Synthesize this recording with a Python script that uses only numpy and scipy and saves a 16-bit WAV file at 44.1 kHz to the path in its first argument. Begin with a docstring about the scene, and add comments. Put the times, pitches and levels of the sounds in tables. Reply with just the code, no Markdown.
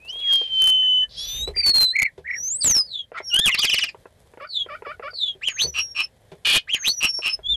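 """A clear whistle rises out of faint outdoor noise and low box rumble: a starling sings inside a wooden nest box.
The two sides of its syrinx are gliding near-sines; fast flutter makes buzzes and shaken pitch makes rough notes.
Snaps and air noise ring resonances for rasps; short pushes ring clucks and steps; random ticks make rustles.
The box adds a very short ring, and its standing waves make gliding notes dip.
The loudest notes overload the box camera's input, which flattens, crackles, fizzes and thumps."""
import sys
import numpy as np
from scipy import signal
from scipy.fft import rfft, irfft
from scipy.io import wavfile
from scipy.ndimage import uniform_filter1d

SR = 44100
rng = np.random.default_rng(int(sys.argv[2]) if len(sys.argv) > 2 else 0)


def to_wav(sig):
    """Store sig (one row per channel, or 1-D mono) as 16-bit WAV at the path in sys.argv[1].

    Samples outside -1..1 are clipped; the rate is SR.
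    """
    pcm = np.clip(np.atleast_2d(sig), -1, 1) * 32767
    pcm = np.round(pcm).astype(np.int16)
    wavfile.write(sys.argv[1], SR, pcm.T)  # frames by channels


N = 333396
T = np.arange(N) / SR


def undb(db):
    """Decibels to gain."""
    return 10 ** (np.asarray(db) / 20)


def unit(x):
    """Scale to rms 1."""
    return x / np.sqrt(np.mean(x ** 2) + 1e-18)


def wander(count, rate_hz):
    """Low-passed random motion of rms 1."""
    sos = signal.butter(2, min(rate_hz, SR / 4), fs=SR, output="sos")
    return unit(signal.sosfilt(sos, rng.standard_normal(count)))


def colour(hz, points):
    """Gain at the given frequencies from a (hz, db) curve."""
    point_hz, point_db = np.transpose(points)
    return undb(np.interp(np.log(hz + 1), np.log(point_hz), point_db))


def resonate(x, modes):
    """Parallel resonances; alternate signs keep the valleys between them free of notches."""
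    total = 0
    for k, (hz, width_hz, db) in enumerate(modes):
        b, a = signal.iirpeak(hz, hz / width_hz, fs=SR)
        total = total + (-1) ** k * undb(db) * signal.lfilter(b, a, x)
    return total


def gesture(rows):
    """Sample a note's rows: times, a 3 ms fade at both ends, then each column."""
    row_s, *columns = np.transpose(rows)
    t = T[(T >= row_s[0]) & (T <= row_s[-1])]
    fade = np.clip(np.minimum(t - t[0], t[-1] - t) / .003, 0, 1)
    return (t, fade, *(np.interp(t, row_s, c) for c in columns))


def figure(shape, start_s, length_s, pitch_factor, level_db):
    """One rendition of a repeated figure: moved, stretched, transposed and made louder or softer."""
    return np.multiply(shape, (length_s, pitch_factor, 1)) + (start_s, 0, level_db)


def place(t, x):
    """Lay a note into silence at its own time."""
    return np.pad(x, (round(t[0] * SR), N))[:N]


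def phase_of(hz):
    """Running phase of a moving pitch."""
    return 2 * np.pi * np.cumsum(hz) / SR


def swells(rows):
    """Gain that rises to each row's level and dies away again, exponentially both ways."""
    return sum(undb(level_db) * np.exp(-np.abs(T - peak_s) / rise_fall_s)
               for peak_s, level_db, rise_fall_s in rows)


BOX_T60_S, BOX_LATE_T60_S, BOX_LATE_DB = 0.067, 0.16, -26


def in_box(x, wet_db):
    """Direct sound plus the dense, quickly dying reflections of the box."""
    t = T[:SR // 4]
    decay = undb(-60 * t / BOX_T60_S) + undb(BOX_LATE_DB - 60 * t / BOX_LATE_T60_S)
    ring = rng.standard_normal(len(t)) * decay * (t > .001)
    ring /= np.linalg.norm(ring)
    wet = undb(wet_db)
    return (x + wet * signal.fftconvolve(x, ring)[:N]) / np.hypot(1, wet)


# outdoor noise and microphone hiss, relative spectrum: freq_hz, density_db
BACKGROUND_SPECTRUM = [(18, -39), (30, -8), (87, 1.5), (330, -15.5), (520, -7.5), (952, -20.5), (1320, -27),
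                       (1620, -20.5), (1930, -20.5), (2890, -31), (3200, -23), (5570, -32), (12500, -32.5),
                       (16200, -65), (22000, -120)]
# rumble as the bird moves about: peak_s, level_db, rise_fall_s
STIRS = [(.1, -61.5, .4), (1.41, -36.5, .14), (7.54, -37.5, 0.075)]
BACKGROUND_DB, RUMBLE_REST_DB = -58, -74


def background():
    """Faint, swelling shaped noise, and noise through two low resonances for the rumble of the box."""
    bin_hz = np.arange(N // 2 + 1) * SR / N
    spectrum = rfft(rng.standard_normal(N)) * colour(bin_hz, BACKGROUND_SPECTRUM)
    air = unit(irfft(spectrum, N))
    rumble = resonate(rng.standard_normal(N), [(47.4, 13, 0)])
    rumble = unit(resonate(rumble, [(48, 130, 0)]))
    swell = undb(2 * wander(N, 4))
    return air * swell * undb(BACKGROUND_DB) + rumble * (undb(RUMBLE_REST_DB) + swells(STIRS))


# standing-wave nulls of the box: centre_hz, width_hz, depth_db
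BOX_NULLS = [(2333.6, 45, -21), (3138, 42, -15.5), (3477, 32, -15), (3920, 48, -23.5), (4010, 8.8, -13),
             (4184, 24, -3), (4312, 25, -16.5), (4615, 55, -25), (5722, 67, -7.5), (5880, 71, -10),
             (6604, 70, -12), (8280, 120, -17)]


def nulls_db(hz):
    """Level lost to the box's standing waves at each pitch."""
    return sum(db / (1 + (2 * (hz - centre_hz) / width_hz) ** 2) for centre_hz, width_hz, db in BOX_NULLS)


# a restless share of each whistle is scattered by the nest and fills the nulls
SCATTER_DB, SCATTER_HZ = -23.5, 60


def whistle(rows, second_db=-36, half_db=-90, flutter=0.036, flutter_hz=370, jitter=.0015,
            waver_db=0, waver_hz=22):
    """One side of the syrinx: a near sine; flutter adds sidebands, period doubling adds half lines."""
    t, fade, hz, db = gesture(rows)
    beat = phase_of(flutter_hz * (1 + 0.3 * wander(len(t), 120)))
    phase = phase_of(hz * (1 + jitter * wander(len(t), 200))) + flutter * np.sin(beat)
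    third = 0.31 * (3 * hz < SR / 2) * np.sin(3 * phase)
    tone = np.sin(phase) + undb(second_db) * (np.sin(2 * phase) + third)
    tone += undb(half_db) * (np.sin(phase / 2) + .2 * np.sin(3 * phase / 2))
    level_db = db + waver_db * np.minimum(wander(len(t), waver_hz), 1)
    path = undb(nulls_db(hz)) + undb(SCATTER_DB) * wander(len(t), SCATTER_HZ)
    flutter_gain = 1 + .5 * flutter * np.sin(beat + 1)
    return place(t, np.sqrt(2) * tone * fade * undb(level_db) * path * flutter_gain)


# pure whistles, one curve a note, levels before the nulls: time_s, pitch_hz, level_db
LONG_WHISTLE = [(0, 2450, -55), (.07, 2700, -43.5), (.1, 2975, -29.5), (.125, 3178, -31.5),
                (.21, 3338, -31), (.28, 3270, -19.5), (.335, 3230, -13), (.42, 3178, -20), (.56, 3089, -18),
                (.62, 3072, -13.4), (.7, 3060, -13.9), (.82, 3040, -18), (.93, 3012, -16),
                (1.04, 3022, -18.5), (1.075, 3030, -61)]
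SLIDE = [(1.55, 4900, -55), (1.57, 4730, -22.5), (1.6, 4693, -14.5), (1.7, 4370, -13.5),
         (1.83, 4102, -13.5), (1.89, 3980, -17.5), (1.915, 4048, -20.5), (1.93, 4190, -34.5),
         (2.065, 4254, -44), (2.09, 4120, -66.5)]
ARCH = [(2.29, 5440, -69), (2.386, 5650, -27), (2.485, 6300, -24.5), (2.55, 7744, -24), (2.605, 8725, -32),
        (2.65, 7800, -16.5), (2.696, 6460, -14.5), (2.751, 5530, -15.5), (2.81, 5004, -16),
        (2.837, 4963, -38.5), (2.87, 4980, -40.5)]
LEAD_IN = [(3.215, 5360, -68), (3.249, 5640, -36), (3.289, 5450, -29.5), (3.335, 5710, -33)]
LAST_WHISTLE = [(7.43, 3300, -51), (7.452, 3280, -30), (7.47, 3440, -22), (7.515, 3600, -17.5),
                (7.53, 3600, -16.5), (7.56, 3180, -26)]


def whistles():
    """The clear single notes: near-sines with weak harmonics and slight flutter."""
    song = whistle(LONG_WHISTLE, second_db=-39, flutter=0.027, jitter=.0012)
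    song += whistle(SLIDE, second_db=-28.0)
    song += whistle(ARCH, second_db=-25.5, flutter=0.12)
    song += whistle(LEAD_IN, second_db=-24.5, flutter=0.25)
    return song + whistle(LAST_WHISTLE, second_db=-35.5)


# twigs and leaves shift under the bird: peak_s, level_db, rise_fall_s
RUSTLES = [(.15, -52.5, 0.18), (1.43, -54.5, 0.27), (4.2, -63.5, 0.27), (6.33, -65.5, 0.29)]
# their resonances: freq_hz, width_hz, gain_db
TWIG_MODES = [(500, 220, 0.5), (900, 420, -2), (3180, 1100, -13), (9500, 5000, -15.5)]


def rustle(ticks_per_s=500, scatter_db=5):
    """Dry nest material: random ticks of either sign ring broad resonances as the bird shifts."""
    tick_db = scatter_db * np.minimum(rng.exponential(size=N), 4)
    ticks = (rng.random(N) < ticks_per_s / SR) * undb(tick_db)
    return unit(resonate(ticks * rng.choice([-1, 1], N), TWIG_MODES)) * swells(RUSTLES)


def rough_note(rows, second_db, jitter, shimmer):
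    """A tone that turns chaotic: pitch and strength shake, and the octave grows with the roughness."""
    t, fade, hz, db, rough = gesture(rows)
    phase = phase_of(hz * (1 + jitter * rough * wander(len(t), 350)))
    overtones = np.sin(2 * phase) + 0.17 * np.sin(3 * phase)
    tone = np.sin(phase) + undb(second_db) * (rough + 0.088) * overtones
    shake = (1 + shimmer * rough * wander(len(t), 450)) / np.hypot(1, shimmer * rough)
    return place(t, np.sqrt(2) * tone * shake * fade * undb(db))


# soft notes of the second voice, one list a note: time_s, pitch_hz, level_db, roughness
ASIDES = [
    [(.078, 4080, -47.5, 0.3), (.102, 5570, -39.5, 0), (.135, 6850, -70, .2)],
    [(.185, 4500, -59, .5), (.2, 3500, -37.5, 0.4), (.24, 2300, -48, 0.7), (.33, 1450, -45, .8)],
    [(.825, 1840, -45, 0.1), (.87, 1785, -55.5, .3)],
    [(1.015, 1806, -54.5, 0.05), (1.06, 1740, -45.5, 0.42)],
    [(2.607, 5060, -28, 0.1), (2.62, 4655, -21, 0.06), (2.645, 3920, -35, 0.7), (2.665, 3300, -41.5, 0.4),
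     (2.72, 2000, -44, 0.15), (2.82, 1080, -55, 0.12)],
]


def asides():
    """Soft rough notes from the other side of the syrinx, under the whistles."""
    return sum(rough_note(rows, second_db=-35, jitter=.035, shimmer=.8) for rows in ASIDES)


# air through the syrinx, one list a wheeze: time_s, centre_hz, level_db
WHEEZES = [
    [(.24, 4710, -65), (.34, 4525, -39.5), (.5, 4464, -62), (.62, 4300, -45)],
    [(.08, 3000, -60), (.33, 3093, -42.5), (.6, 3030, -59), (1.05, 3045, -66)],
    [(1.09, 4265, -53), (1.19, 4535, -35), (1.38, 3084, -42), (1.45, 2940, -61)],
]


def wheezes(cutoff_hz=650):
    """Low-passed noise on a gliding carrier: a band of hiss that slides along beside a whistle."""
    song = np.zeros(N)
    for rows in WHEEZES:
        t, fade, hz, db = gesture(rows)
        hiss = unit(wander(len(t), cutoff_hz) * np.sin(phase_of(hz)))
        song += place(t, fade * undb(db) * hiss)
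    return song


def knock(start_s, peak_db, decay_s, grit, modes):
    """A push with a gritty tail rings a set of resonances."""
    t = T[:SR // 4]
    push = grit * rng.standard_normal(len(t)) * np.exp(-t / decay_s)
    push[0] += 1
    ring = resonate(push, modes)
    return place(t + max(start_s, 0), undb(peak_db) * ring / np.abs(ring).max())


# clucks, relative level: start_s, relative_db
CLUCKS = [(.158, -58), (.414, -46), (3.118, -46), (3.203, -41.5), (3.946, -51.5), (4.056, -50.5),
          (4.337, -54.5), (4.374, -48.5), (4.662, -50), (4.822, -44.5), (4.867, -48.5), (4.996, -43.5),
          (5.132, -56.5), (7.189, -44.5), (7.391, -52)]
# throat resonances of a cluck: freq_hz, width_hz, gain_db
CLUCK_MODES = [(493, 133, 3.5), (920, 254, -3.5), (1360, 36, -7.5), (1710, 570, -15.5), (2730, 440, -21)]


def clucks():
    """Dry clucks: short gritty pushes ring the throat."""
    return undb(19.5) * sum(knock(s, db, decay_s=.004, grit=.12, modes=CLUCK_MODES) for s, db in CLUCKS)


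# two-voice note, one curve a side of the syrinx, before the nulls: time_s, pitch_hz, level_db
DUET_LOW = [(1.165, 3130, -44), (1.184, 3330, -32), (1.39, 3690, -32), (1.435, 3824, -23),
            (1.48, 3975, -25), (1.524, 4070, -61.5)]
DUET_HIGH = [(1.165, 5100, -53.5), (1.181, 5350, -41), (1.274, 5920, -31.5), (1.414, 6250, -37.5),
             (1.464, 6670, -52)]


def duet(coupling=7):
    """Both sides sound at once and modulate each other, which adds their sum tone."""
    low = whistle(DUET_LOW, second_db=-19.5)
    high = whistle(DUET_HIGH, second_db=-10.5)
    highpass = signal.butter(4, 6000, "high", fs=SR, output="sos")
    sum_tone = signal.sosfilt(highpass, low * high)
    return low + high + coupling * sum_tone


# feet on the nest floor, relative level: start_s, relative_db
STEPS = [(1.343, -58.5), (1.411, -52.5), (1.475, -34), (1.5, -46), (1.56, -45), (2.178, -41.5),
         (5.349, -52.5), (5.64, -38.5), (5.658, -41.5), (6.317, -43.5)]
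# floor resonances: freq_hz, width_hz, gain_db
FLOOR_MODES = [(73.5, 3.8, 7.5), (158, 21, -10.5), (393, 87, -7.5), (521, 110, -8), (835, 170, -19.5),
               (2860, 2000, -34.5)]


def steps():
    """Feet scuffing the nest floor: longer, grittier pushes ring the floor."""
    return undb(12.5) * sum(knock(s, db, decay_s=.016, grit=.3, modes=FLOOR_MODES) for s, db in STEPS)


WARBLE_BEAT_S, WARBLE_ACCENT_DB, WARBLE_EDGE_DB = .0317, 20, -5
# a warble scoops in from below and drops away again
SCOOP_S, SCOOP_HZ, SCOOP_DB = .042, 388, -35


def warble(first_s, last_s, hz, swing_hz, db, unsteady):
    """A low whistle flicks upward and louder on each beat, strongest mid-way, with a scoop at both ends."""
    t = T[(T > first_s - SCOOP_S) & (T < last_s + SCOOP_S)]
    inside = np.clip(t, first_s, last_s)
    near_beats = np.abs(t - inside) < WARBLE_BEAT_S / 2
    flick = np.cos(np.pi * (t - first_s) / WARBLE_BEAT_S) ** 2 * near_beats
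    scoop = ((t - inside) / SCOOP_S) ** 2
    edge = (2 * (inside - first_s) / (last_s - first_s) - 1) ** 2
    accent_db = WARBLE_ACCENT_DB * (1 - unsteady) * (flick - .5)
    level_db = db + accent_db + WARBLE_EDGE_DB * edge + SCOOP_DB * scoop ** 2
    swing = swing_hz * (flick ** 2 + .25 * unsteady * wander(len(t), 90))
    rows = np.column_stack([t, hz + swing - SCOOP_HZ * scoop, level_db])
    return whistle(rows, second_db=-44, flutter=0.084, jitter=0.0021, waver_db=6 * unsteady, waver_hz=90)


# warbles: first_beat_s, last_beat_s, base_pitch_hz, upward_swing_hz, base_level_db, unsteadiness (0-1)
WARBLES = [(1.574, 1.689, 2136, 463, -34, .8), (1.963, 2.058, 2020, 315, -16.5, .1),
           (2.28, 2.35, 1920, 316, -25.5, 0.63)]


def warbles():
    """Short warbles from the low side of the syrinx."""
    return sum(warble(*row) for row in WARBLES)


# one falling buzz, before its factors: share_of_length, base_pitch_hz, relative_db
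BUZZ = [(0, 4820, -24), (.23, 4450, -9), (.38, 3970, -3), (.53, 3600, 3), (.75, 3390, -1), (1, 3160, -23)]
# renditions: start_s, length_s, pitch_factor, added_db
BUZZES = [(2.85, 0.2, 0.98, -28.5), (4.47, .19, 0.98, -23), (5.104, 0.24, 0.99, -22.5)]


def buzzes():
    """Falling notes with a fast, uneven flutter."""
    return sum(whistle(figure(BUZZ, *row), second_db=-32, flutter=.38, flutter_hz=320, jitter=.004)
               for row in BUZZES)


# one low quack, before its factors: share_of_length, base_pitch_hz, relative_db
QUACK = [(0, 1072, -21), (.14, 700, -5), (.28, 565, 2.5), (.45, 568, 5), (.72, 610, 2.5), (.88, 777, -2.5),
         (1.15, 711, -16)]
# renditions: start_s, length_s, pitch_factor, added_db, roughness
QUACKS = [(3.126, 0.086, 1.18, -38, 0.22), (4.392, 0.073, 0.98, -35, 0.06),
          (4.675, 0.1, 1.017, -34.5, 0.05), (4.838, .1, 1, -33, 0.04), (5.015, 0.084, 0.98, -31.5, 0.02)]
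# what the throat passes: freq_hz, gain_db
THROAT = [(430, -28), (570, 1), (640, -13), (770, -23), (1150, -5), (1420, 6), (1650, -19.5), (1850, -3),
          (2080, -15.5), (2330, -7.5), (3300, -25.5), (4200, -38), (4700, -23.5), (7000, -65)]


def quacks(count=12):
    """Low harmonic notes that dip and rise under fixed throat resonances."""
    song = np.zeros(N)
    for *rendition, rough in QUACKS:
        t, fade, hz, db = gesture(figure(QUACK, *rendition))
        phase = phase_of(hz * (1 + 0.35 * rough * wander(len(t), 380)))
        voice = sum(colour(k * hz, THROAT) * np.sin(k * phase) for k in range(1, count + 1))
        song += place(t, voice * fade * undb(db) * (1 + rough * wander(len(t), 400)))
    return song


def rattle(count, rate_hz, scatter, air, modes):
    """Uneven snaps of the syrinx and some air noise ring the throat; filtered twice for steep skirts."""
    chance = rng.standard_normal((count // 20, 2))
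    gaps = SR / rate_hz * np.exp(scatter * chance[:, 0])
    snap_at = np.cumsum(gaps).astype(int)
    snaps = np.bincount(snap_at, undb(2.8 * chance[:, 1]), count)[:count]
    drive = unit(snaps) + air * rng.standard_normal(count)
    total = 0
    for hz, width_hz, db in modes:
        mode = [(hz, 2 * width_hz, 0)]
        total = total + undb(db) * resonate(resonate(drive, mode), mode)
    return unit(total)


# rasps: start_s, loudest_s, end_s, level_db, mode_pitch_factor
RASPS = [(5.738, 5.795, 5.83, -18, 0.982), (5.946, 6.005, 6.06, -18.5, 0.96),
         (7.003, 7.055, 7.095, -13, 0.98), (7.218, 7.275, 7.35, -18, 0.98),
         (3.165, 3.182, 3.225, -25.5, .73)]
# throat resonances, before the pitch factor: base_freq_hz, half_width_hz (of each filter pass), gain_db
RASP_MODES = [(1387, 470, -21), (2740, 163, -2), (2876, 140, -6.5), (3950, 670, -21), (8300, 490, -33.5)]


def rasps(edge_db=-19):
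    """Short swelling rasps: rattles whose throat resonances shift with the pitch factor."""
    song = np.zeros(N)
    for start_s, top_s, end_s, level_db, pitch in RASPS:
        swell = [(start_s, edge_db), ((start_s + top_s) / 2, -6), (top_s, 0), (end_s, edge_db - 13)]
        t, fade, db = gesture(swell)
        modes = np.multiply(RASP_MODES, (pitch, 1, 1))
        rasp = rattle(len(t), rate_hz=260, scatter=0.28, air=0.67, modes=modes)
        song += place(t, fade * undb(db + level_db) * rasp)
    return song


# yelp, before the nulls: time_s, pitch_hz, level_db
YELP = [(3.298, 3122, -38), (3.32, 2820, -28), (3.34, 2854, -13.5), (3.39, 3293, -14), (3.424, 3606, -24),
        (3.442, 3590, -18.5), (3.467, 3097, -11.5), (3.495, 2140, -13.5), (3.51, 1840, -32)]


def yelp():
    """A loud gliding whistle with period doubling."""
    return whistle(YELP, second_db=-27, half_db=-17.5, flutter=0.069, jitter=0.0067)


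# one falling chirp, before its factors: time_after_start_s, base_pitch_hz, base_level_db, base_roughness
CHIRP = [(0, 3942, -36.5, 0.5), (.012, 3099, -23, .1), (.022, 2941, -21.5, 0.11), (.031, 2896, -18.5, 0.1),
         (.039, 2400, -17, .9), (.05, 1982, -41, 1.5)]
# renditions: start_s, pitch_factor, added_db, added_roughness
CHIRPS = [(3.51, 0.95, 1, 0), (3.612, 1.01, 4.5, 0.4), (3.66, 1.065, -0.5, 0.01), (3.705, .99, 2.5, 0.17),
          (3.752, .99, 0.5, 0.15), (3.803, 0.98, -0.5, 0.21), (3.853, 0.95, -11.5, 0)]


def chirps():
    """A fast run of falling rough notes, each breaking up at its end."""
    song = np.zeros(N)
    for start_s, pitch, db, rough in CHIRPS:
        rows = np.multiply(CHIRP, (1, pitch, 1, 1)) + (start_s, 0, db, rough)
        song += rough_note(rows, second_db=-4.5, jitter=.06, shimmer=0.604)
    return song


# bright nasal squeak: time_s, pitch_hz, relative_db
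SQUEAK = [(3.572, 919, -28), (3.588, 1154, -16.5), (3.6, 1210, -14.5), (3.622, 1270, -43)]
# its harmonics: multiple, gain_db
SQUEAK_HARMONICS = [(1, -20.5), (2, -14), (3, -4.5), (4, -1), (5, -17)]


def squeak():
    """Harmonics of one shaky pitch, the third and fourth strongest."""
    t, fade, hz, db = gesture(SQUEAK)
    phase = phase_of(hz * (1 + 0.03 * wander(len(t), 500)))
    voice = sum(undb(gain_db) * np.sin(round(k) * phase) for k, gain_db in SQUEAK_HARMONICS)
    return place(t, fade * undb(db) * voice)


# rough swoop up, down and up again: time_after_start_s, pitch_hz, base_level_db, roughness
SWOOP = [(0, 1400, -50.5, 0.68), (.027, 2702, -25, 0.2), (.05, 3330, -32.5, 0.11), (.066, 3095, -16, .3),
         (.085, 2350, -29, .8), (.122, 1403, -52, 0.62), (.152, 1547, -48.5, .4), (.185, 2850, -22.5, .75),
         (.218, 4358, -18.5, 0.29), (.248, 4465, -27.5, .17), (.275, 4570, -66, .1)]
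# renditions: start_s, added_db
SWOOPS = [(5.411, 0.9), (6.672, 2.5)]


def swoops():
    """The same rough swooping figure opens both closing phrases."""
    return sum(rough_note(np.add(SWOOP, (s, 0, db, 0)), second_db=-14, jitter=0.027, shimmer=0.67)
               for s, db in SWOOPS)


# high descant of a closing phrase, before its factors: share_of_length, base_pitch_hz, base_level_db
DESCANT = [(0, 7842, -69), (.09, 6950, -43.5), (.19, 6550, -38.5), (.265, 6230, -29.5), (.44, 5914, -33.5),
           (.5, 5804, -36.5), (.59, 5586, -28.5), (.66, 5605, -34), (.74, 5575, -35.5), (.8, 5530, -52),
           (.85, 5450, -33.5), (.955, 5294, -29), (1, 5320, -55.5)]
# renditions: start_s, length_s, pitch_factor, added_db
DESCANTS = [(5.417, .66, 1, 0.5), (6.683, .693, 0.98, 4.5)]


def descants():
    """A high, falling whistle of wavering level over each closing phrase."""
    return sum(whistle(figure(DESCANT, *row), second_db=-25, flutter=0.12, waver_db=5.0)
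               for row in DESCANTS)


# screech: time_s, level_db
SCREECH = [(6.446, -41), (6.453, -17.5), (6.5, -15.5), (6.565, -12.5), (6.58, -20.5), (6.6, -75)]
# its throat resonances: freq_hz, half_width_hz (of each filter pass), gain_db
SCREECH_MODES = [(1870, 420, -13), (2480, 130, 2), (2970, 210, -4), (3162, 620, -2), (4074, 220, -10.5)]


def screech():
    """One loud, fast rattle of the syrinx through fixed throat resonances."""
    t, fade, db = gesture(SCREECH)
    voice = rattle(len(t), rate_hz=600, scatter=.3, air=0.4, modes=SCREECH_MODES)
    return place(t, fade * undb(db) * voice)


def scene():
    """Clear notes reach the microphone almost directly; the rough, fast ones are smeared by the box."""
    clear = in_box(whistles() + duet() + descants(), wet_db=-21.5) + in_box(warbles(), wet_db=-12)
    chatter = yelp() + chirps() + squeak()
    rough = buzzes() + swoops() + chatter + rasps() + screech() + asides() + wheezes()
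    low = quacks() + clucks() + steps() + rustle()
    return (clear + in_box(rough, wet_db=-3) + in_box(low, wet_db=-4.5) + background())[None]


TOP_HZ = 12500
# amplitudes, full scale 1; CRACKLE_FROM and FIZZ_FROM apply to the treble-boosted drive
CEILING, CRACKLE_FROM, CRACKLE_SPAN, CRACKLE_SIZE = 0.24, .235, .32, 0.33
FIZZ_FROM, FIZZ_DB = 0.23, -11
# THUMP_FROM: rms change per sample
THUMP_FROM, THUMP_DB = 0.1, -8


def record(dry, clock_hz=3945, clock_db=-31):
    """The camera's converter: a wobbling clock, flattened peaks that crackle and thump, and a cut top."""
    # clock wobble puts faint side tones around each whistle, stronger for high ones
    wobble = undb(clock_db) * np.sin(2 * np.pi * clock_hz * T)
    x = dry + np.gradient(dry, axis=1) * wobble
    # high notes overload first
    drive = x - .5 * np.gradient(np.gradient(x, axis=1), axis=1)
    # positive peaks snap back in clusters, more often the harder they are driven
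    overload = np.maximum(drive - CRACKLE_FROM, 0) / CRACKLE_SPAN
    chance = overload ** 2 * undb(8.6 * wander(N, 120))
    snaps = rng.random(x.shape) < np.minimum(chance, .5)
    loud = np.clip(x, -CEILING, CEILING) - CRACKLE_SIZE * snaps
    fizz = undb(FIZZ_DB) * np.clip(drive - FIZZ_FROM, 0, .1) * rng.standard_normal(N)
    # loud high notes thump
    slew = np.sqrt(np.abs(uniform_filter1d(np.gradient(x, axis=1) ** 2, size=220)))
    thump = undb(THUMP_DB) * np.maximum(slew - THUMP_FROM, 0) * wander(N, 300)
    lowpass = signal.ellip(10, .2, 80, TOP_HZ, fs=SR, output="sos")
    return signal.sosfilt(lowpass, loud + fizz + thump)


dry = scene()
out = record(dry)
to_wav(out)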